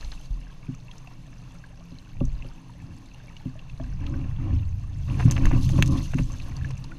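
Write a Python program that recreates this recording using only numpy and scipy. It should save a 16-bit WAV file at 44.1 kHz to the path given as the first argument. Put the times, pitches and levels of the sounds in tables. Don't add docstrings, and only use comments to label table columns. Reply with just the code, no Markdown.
import sys
import numpy as np
from scipy import signal
from scipy.fft import rfft, irfft, next_fast_len
from scipy.io import wavfile
from scipy.ndimage import uniform_filter1d

SR = 44100
rng = np.random.default_rng(int(sys.argv[2]) if len(sys.argv) > 2 else 0)


def store_wav(level_fs):
    pcm = np.round(np.clip(np.atleast_2d(level_fs), -1, 1) * 32767)
    wavfile.write(sys.argv[1], SR, pcm.T.astype(np.int16))


N = 307818
T = np.arange(N) / SR

# (frequency [Hz], relative level [dB])
CHURN_SPECTRUM = [(200, -24), (420, 9.5), (560, 6), (780, 4.5), (1100, 1), (1420, -4), (1800, -6),
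                  (2700, -4), (3300, -8.5), (6000, -18), (12000, -58)]


def from_db(db):
    return 10 ** (np.asarray(db) / 20)


def rms_one(x):
    return x / np.sqrt(np.mean(x ** 2) + 1e-20)


def peak_one(x):
    return x / (np.abs(x).max() + 1e-20)


def in_time(rows):
    s, *columns = np.transpose(rows)
    return [np.interp(T, s, column) for column in columns]


def add(out, s, sound):
    i = max(round(s * SR), 0)
    out[i:i + len(sound)] += sound[:max(N - i, 0)]


def drift(per_s):
    knots = rng.standard_normal(4096)
    return rms_one(np.interp(T * per_s, np.arange(len(knots)), knots))


def colour(x, spectrum):
    size = 2 * next_fast_len(len(x) // 2 + 1024)
    hz, db = np.transpose(spectrum)
    bin_hz = np.arange(size // 2 + 1) * SR / size
    log_gain = np.log(from_db(np.interp(np.log(bin_hz + 1), np.log(hz), db)))
    cepstrum = irfft(log_gain)
    cepstrum[1:size // 2] *= 2
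    cepstrum[size // 2 + 1:] = 0
    response = np.exp(rfft(cepstrum))
    return irfft(rfft(x, size) * response)[:len(x)]


def resonate(x, hz, width_hz):
    r = np.exp(-np.pi * width_hz / SR)
    zeros = np.array([1, 0, -1]) * (1 - r * r) / 2
    poles = [1, -2 * r * np.cos(2 * np.pi * hz / SR), r * r]
    return signal.lfilter(zeros, poles, x + 1e-18)


def case(x):
    # (frequency [Hz], width [Hz], boost, or cut if negative [dB])
    case_modes = [(1033, 213, 4.5), (1726, 360, 6.5), (2280, 58, 5), (2694, 190, 8.5), (3560, 130, 2.5),
                  (4245, 230, 5), (6287, 286, 13), (7540, 140, 1.5), (8100, 790, -2), (11600, 1200, -3),
                  (13300, 600, 6)]
    for hz, width_hz, boost_db in case_modes:
        x = x + (from_db(boost_db) - 1) * resonate(x, hz, width_hz)
    return x


def rumble(modes, even_s, order=3):
    x = 0
    for hz, width, db in modes:
        pressure = rng.standard_normal(N)
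        for _ in range(order):
            pressure = resonate(pressure, hz, np.sqrt(2 * order) * width)
        x = x + from_db(db) * pressure
    size = int(even_s * SR) + 1
    power = uniform_filter1d(uniform_filter1d(x * x, size), size)
    return x / np.sqrt(np.abs(power) + 1e-20)


def grains(per_s, low_hz, high_hz, cycles, spread_db, count=24):
    sizes = from_db(spread_db * np.minimum(rng.exponential(1, N), 4)) * rng.choice([-1, 1], N)
    clicks = sizes * (rng.random(N) < per_s / SR) / np.sqrt(per_s)
    dealt = rng.integers(0, count, N)
    pitches = np.geomspace(low_hz, min(high_hz, SR * 4 / 9), count)
    return rms_one(sum(resonate(clicks * (dealt == k), hz, 2 * hz / cycles)
                       for k, hz in enumerate(pitches)))


def surge():
    # (start [s], length before dying away [s], strength [dB])
    shoves = [(2.775, 0.091, -52.5), (3.78, 0.08, -48.5), (3.98, 0.28, -41.5), (4.378, 0.16, -40),
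              (5.076, 0.24, -34.5), (5.367, 0.25, -34), (5.718, 0.079, -26.5), (5.863, 0.11, -30.5),
              (6.21, 0.47, -47.5), (6.81, 0.19, -49)]
    attack_s, release_s = 0.035, 0.05
    strength = 0
    for s, length, db in shoves:
        swell = np.clip((T - s) / attack_s, 0, 1)
        dying = np.exp(-np.maximum(T - s - length, 0) / release_s)
        strength = strength + from_db(db) * swell * dying
    return strength


def hull(lump_db=3.0, lumps_per_s=16):
    # (time [s], deep rumble level [dB])
    sway_curve = [(0, -29), (0.3, -41), (0.65, -43), (2.1, -46.5), (2.25, -22), (2.62, -48), (3.12, -46.5),
                  (3.66, -40.5), (3.87, -31.5), (4.65, -30.5), (4.92, -35.5), (5.38, -26), (5.47, -13.5),
                  (5.6, -23), (6.2, -31), (6.98, -39)]
    # (time [s], heave level [dB], drumming level [dB])
    wash_curve = [(0, -57.5, -49.5), (1.55, -58.5, -46), (1.9, -52.5, -56.5), (2.12, -52, -46.5),
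                  (2.23, -34.5, -40), (2.6, -70, -51), (2.86, -41, -43.5), (3.05, -56, -52.5),
                  (3.7, -48.5, -43.5), (4.08, -30.5, -34.5), (4.42, -34, -35.5), (4.53, -21, -32.5),
                  (4.86, -35, -42.5), (5.2, -27, -27), (5.88, -24.5, -21.5), (6.08, -34, -33.5),
                  (6.44, -39, -43), (6.64, -30.5, -31.5), (6.98, -56.5, -43.5)]
    # (frequency [Hz], nominal width [Hz], relative gain [dB])
    sway_modes = [(16.9, 6.24, 6), (40.3, 10.4, -1)]
    heave_modes = [(75.5, 13, -7.5), (94.6, 12.6, -8.5)]
    boom_modes = [(125.4, 15.7, 7.5), (150, 32, -7.5), (180.5, 17.2, -5.5)]
    deck_modes = [(204, 34, -1.5), (263.8, 29.5, 4.5), (321.5, 12, -2), (550, 25.4, -16), (716, 130, -29),
                  (1062, 115, -21)]
    ripple_scrub_db = -58

    sway_db, = in_time(sway_curve)
    heave_db, boom_db = in_time(wash_curve)
    lumps = from_db(lump_db * drift(per_s=lumps_per_s))
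    scrub = np.hypot(from_db(ripple_scrub_db), surge()) * lumps
    sway = from_db(sway_db) * rumble(sway_modes, even_s=0.091)
    heave = from_db(heave_db) * rumble(heave_modes, even_s=0.1)
    boom = from_db(boom_db) * rumble(boom_modes, even_s=0.45)
    deck = scrub * rumble(deck_modes, even_s=0.025)
    return sway + heave + boom + deck


def hum(centre_hz=168.5, level_db=-57, waver_hz=2.65, fade_db=3.5):
    hz = centre_hz + waver_hz * drift(per_s=23)
    level = from_db(level_db + fade_db * drift(per_s=7))
    return level * np.sqrt(2) * np.sin(2 * np.pi * np.cumsum(hz) / SR)


def shower():
    # (start [s], length before thinning [s], level [dB], fading [dB per s])
    showers = [(-0.15, 0.15, -54.5, 38), (4.98, 0.34, -54.5, 19), (5.403, 0.57, -51, 16)]
    attack_s = 0.17
    power = 0
    for s, length, db, fade in showers:
        build = np.clip((T - s) / attack_s, 0, 1)
        thinning_db = fade * np.maximum(T - s - length, 0)
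        power = power + (build * from_db(db - thinning_db)) ** 2
    return np.sqrt(power)


def water(mist_db=2.0, froth_db=6.5, surge_db=2.5, lapping_db=-1.0, calm_db=-2.5):
    # (frequency [Hz], relative level [dB])
    spray_spectrum = [(1500, -33), (2800, -5), (3600, -2.5), (5200, -3), (6500, -10), (7500, -9),
                      (8400, -11.5), (11000, -11), (13500, -21.5), (15000, -21)]
    calm_churn_db, calm_spray_db = -58.5, -64.5
    churn_re_surge_db, churn_follows = -32, 0.54

    surging = from_db(churn_re_surge_db) * surge() ** churn_follows
    churning = np.hypot(from_db(calm_churn_db), surging)
    falling = np.hypot(from_db(calm_spray_db), shower())
    busy = (falling / falling.min()) ** 0.7
    unrest = busy / busy.max()
    graininess = from_db(calm_db * (1 - unrest))

    bubbles = graininess * grains(300 * busy, 565, 3637, cycles=38, spread_db=4.0)
    bubbles = bubbles + from_db(froth_db) * rng.standard_normal(N)
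    droplets = graininess * grains(700 * busy, 2660, 13000, cycles=39, spread_db=5.5)
    droplets = droplets + from_db(mist_db) * rng.standard_normal(N)

    churn_lumps_db = surge_db * unrest * drift(per_s=24) + lapping_db * drift(per_s=6.2)
    spray_lumps_db = 3.3 * unrest * drift(per_s=49) + 0.4 * (2 - unrest) * drift(per_s=8.1)
    churn = churning * from_db(churn_lumps_db) * rms_one(case(colour(bubbles, CHURN_SPECTRUM)))
    spray = falling * from_db(spray_lumps_db) * rms_one(case(colour(droplets, spray_spectrum)))
    return churn + spray


def slaps(level_db=-1.0, bubbles_db=1.0):
    # (time [s], relative level [dB], time scale of the burst [s])
    sheets = [(0.002, -41, 0.039), (0.113, -45, 0.039), (1.103, -43.5, 0.042), (2.77, -55, 0.044),
              (5.087, -48, 0.02), (5.191, -28, 0.038), (5.256, -34.5, 0.068), (5.355, -26.5, 0.033),
              (5.449, -27, 0.025), (5.508, -27, 0.01), (5.696, -36, 0.014), (5.775, -28, 0.024),
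              (5.96, -35, 0.0062), (6.128, -36, 0.023), (6.176, -29.5, 0.031), (6.703, -36, 0.014)]
    bubbles = grains(1500, 563, 2980, cycles=5.9, spread_db=7.0)
    froth = rng.standard_normal(N) + from_db(bubbles_db) * bubbles
    froth = rms_one(case(colour(froth, CHURN_SPECTRUM)))
    swell, t = np.zeros(N), T[:SR // 4]
    for s, sheet_db, length in sheets:
        age = 2 * t / length
        burst = peak_one(age * np.exp(-age ** 1.5))
        add(swell, s, from_db(sheet_db + level_db) * burst)
    return swell * froth / 2


def faint_plips():
    per_s, centre_db, spread_db = 4, -48, 1.5
    centre_hz, spread_octaves = 2675, 0.7
    count = int(per_s * N / SR)
    size, pitch = rng.standard_normal((count, 2)).T
    hz = np.clip(centre_hz * 2 ** (spread_octaves * pitch), 600, 6500)
    return list(zip(rng.uniform(0, N / SR, count), centre_db + spread_db * size, hz))


def plips(level_db=-1.5, cycles=52, glide_per_s=4.2, wet_db=-8.5, wet_t60=0.021, rise_s=0.0007):
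    # (time [s], relative level [dB], starting bubble pitch [Hz])
    clear_plips = [(0.0088, -33.5, 4200), (0.0274, -39.5, 1680), (0.0463, -34, 4100), (0.1173, -32.5, 4100),
                   (0.7478, -42, 5930), (0.913, -36.5, 3210), (0.9808, -40, 5270), (1.0727, -39, 2620),
                   (1.074, -42.5, 717), (1.6392, -38.5, 1610), (1.9854, -36.5, 3970), (2.2035, -38, 2700),
                   (2.252, -38.5, 6030), (2.4227, -33.5, 2600), (2.695, -42.5, 920), (3.1443, -41.5, 2740),
                   (3.3659, -34, 2830), (3.555, -42, 600), (3.5916, -35.5, 2670), (3.697, -37.5, 2650),
                   (3.798, -29, 625), (4.065, -33.5, 2750), (4.139, -38.5, 1510), (6.136, -32, 1380),
                   (6.2998, -38.5, 1080), (6.3988, -33, 2570), (6.5661, -32, 4550), (6.612, -38, 1680),
                   (6.6457, -29, 1684), (6.7065, -40, 5600), (6.777, -39.5, 6000), (6.8406, -35.5, 4740),
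                   (6.9175, -35, 1415)]
    out, t = np.zeros(N), T[:SR // 12]
    for s, plip_db, hz in list(clear_plips) + faint_plips():
        note = np.sin(2 * np.pi * hz * t * (1 + glide_per_s * t / 2)) * from_db(-60 * t * hz / cycles)
        spatter = rng.standard_normal(len(t))
        for _ in range(2):
            spatter = resonate(spatter, hz, 0.68 * hz)
        spatter = case(spatter) * from_db(-60 * t / wet_t60)
        plip = note + from_db(wet_db) * 2 * peak_one(spatter)
        plip = plip * (1 - np.exp(-t / rise_s))
        add(out, s, from_db(plip_db + level_db) * peak_one(plip))
    return out


def knocks(flex_db=-8.0, boom_db=0.0, ring_db=0.0, clack_db=-2.5):
    # (time [s], level [dB], then shares of flexing, boom, deck ring and clack [dB])
    blows = [(0.3, -17.5, 5, -17, -48, -47), (0.684, -21.5, -35, -2.5, -8.5, -40),
             (1.916, -34.5, -19, -0.5, -7.5, -10), (2.208, -11, -14, -7, -10.5, -10),
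             (2.446, -20.5, -4, -16, -25, -15.5), (3.453, -21, -12, -1.5, -7.5, -19),
             (3.797, -24.5, -21, -10, -10, -18), (4.524, -18, -21, -7, -7, -36),
             (5.25, -3, -20, -3, -15, -53), (5.524, -11, -17, -5.5, -8.5, -50),
             (5.785, -6.5, -5.5, -6, -16, -14), (6.145, -11.5, -15, -4, -11, -34),
             (6.191, -4.5, -9.5, -11.5, -20.5, -25)]
    # (nominal pitch [Hz], gain [dB], t60 [s], rise constant [s])
    flex_modes = [(40.1, 0, 0.39, 0.0085)]
    boom_modes = [(126.2, -1.6, 0.18, 0.0065), (148.5, -1.4, 0.14, 0.0085)]
    ring_modes = [(214.7, 1, 0.1, 0.0087), (256.6, 5.5, 0.13, 0.0056), (323, 0.5, 0.061, 0.0055)]
    clack_modes = [(357, 10.5, 0.11, 0.0023), (405, -0.5, 0.09, 0.012), (561, 12, 0.066, 0.00066),
                   (647, -7, 0.072, 0.0038), (796, 3.5, 0.039, 0.0014), (907, -5.5, 0.058, 0.002),
                   (1156, 1, 0.048, 0.001)]
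    families = [(flex_modes, flex_db), (boom_modes, boom_db), (ring_modes, ring_db), (clack_modes, clack_db)]

    out, t = np.zeros(N), T[:SR // 2]
    for s, blow_db, *shares in blows:
        for (modes, family_db), share_db in zip(families, shares):
            blow = 0
            for hz, db, t60, rise in modes:
                struck_hz = hz * (1 + 0.018 * rng.normal())
                envelope = from_db(db - 60 * t / t60) * (1 - np.exp(-(t / rise) ** 2))
                blow = blow + envelope * np.sin(2 * np.pi * struck_hz * t)
            add(out, s, from_db(blow_db + share_db + family_db) * peak_one(blow))
    return out


def drops(tick_db=-0.5, slap_db=12.5, spatter_db=-19.0, spatter_t60=0.028, slap_spatter_db=-28.0):
    # (time [s], relative level [dB], share of dull slap [dB])
    hits = [(5.3112, -13.5, -30), (5.3165, -29, -14), (5.3215, -25, -11), (5.4225, -39, -14),
            (5.456, -24, -9), (5.692, -30, -7), (5.8249, -17, 1), (5.8603, -28, -19), (5.8768, -26, -20),
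            (6.1194, -41, -10), (6.143, -35, -10)]
    # (frequency [Hz], relative level [dB])
    tick_spectrum = [(500, -63), (3000, -18), (5000, -4.5), (7000, -6), (8500, -9.5), (11000, -17),
                     (15000, -25)]
    slap_spectrum = [(300, -7), (1000, -6.5), (1900, -0.5), (3300, 2.5), (4500, -10), (10000, -25)]
    out, t = np.zeros(N), T[:SR // 16]
    impact = (t == 0) * 1.
    for s, drop_db, slap_share_db in hits:
        spatter = rng.standard_normal(len(t)) * from_db(-60 * t / spatter_t60)
        tick = peak_one(case(colour(impact + from_db(spatter_db) * spatter, tick_spectrum)))
        slap = peak_one(case(colour(impact + from_db(slap_spatter_db) * spatter, slap_spectrum)))
        drop = from_db(tick_db) * tick + from_db(slap_db + slap_share_db) * slap
        add(out, s, from_db(drop_db) * drop)
    return out


def scene():
    return (hull() + hum() + water() + slaps() + plips() + knocks() + drops())[None]


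def record(dry):
    stop_hz = 15900
    low_pass = signal.cheby2(14, 60, stop_hz, fs=SR, output="sos")
    return signal.sosfilt(low_pass, np.clip(dry, -1, 1))


dry = scene()
out = record(dry)
store_wav(out)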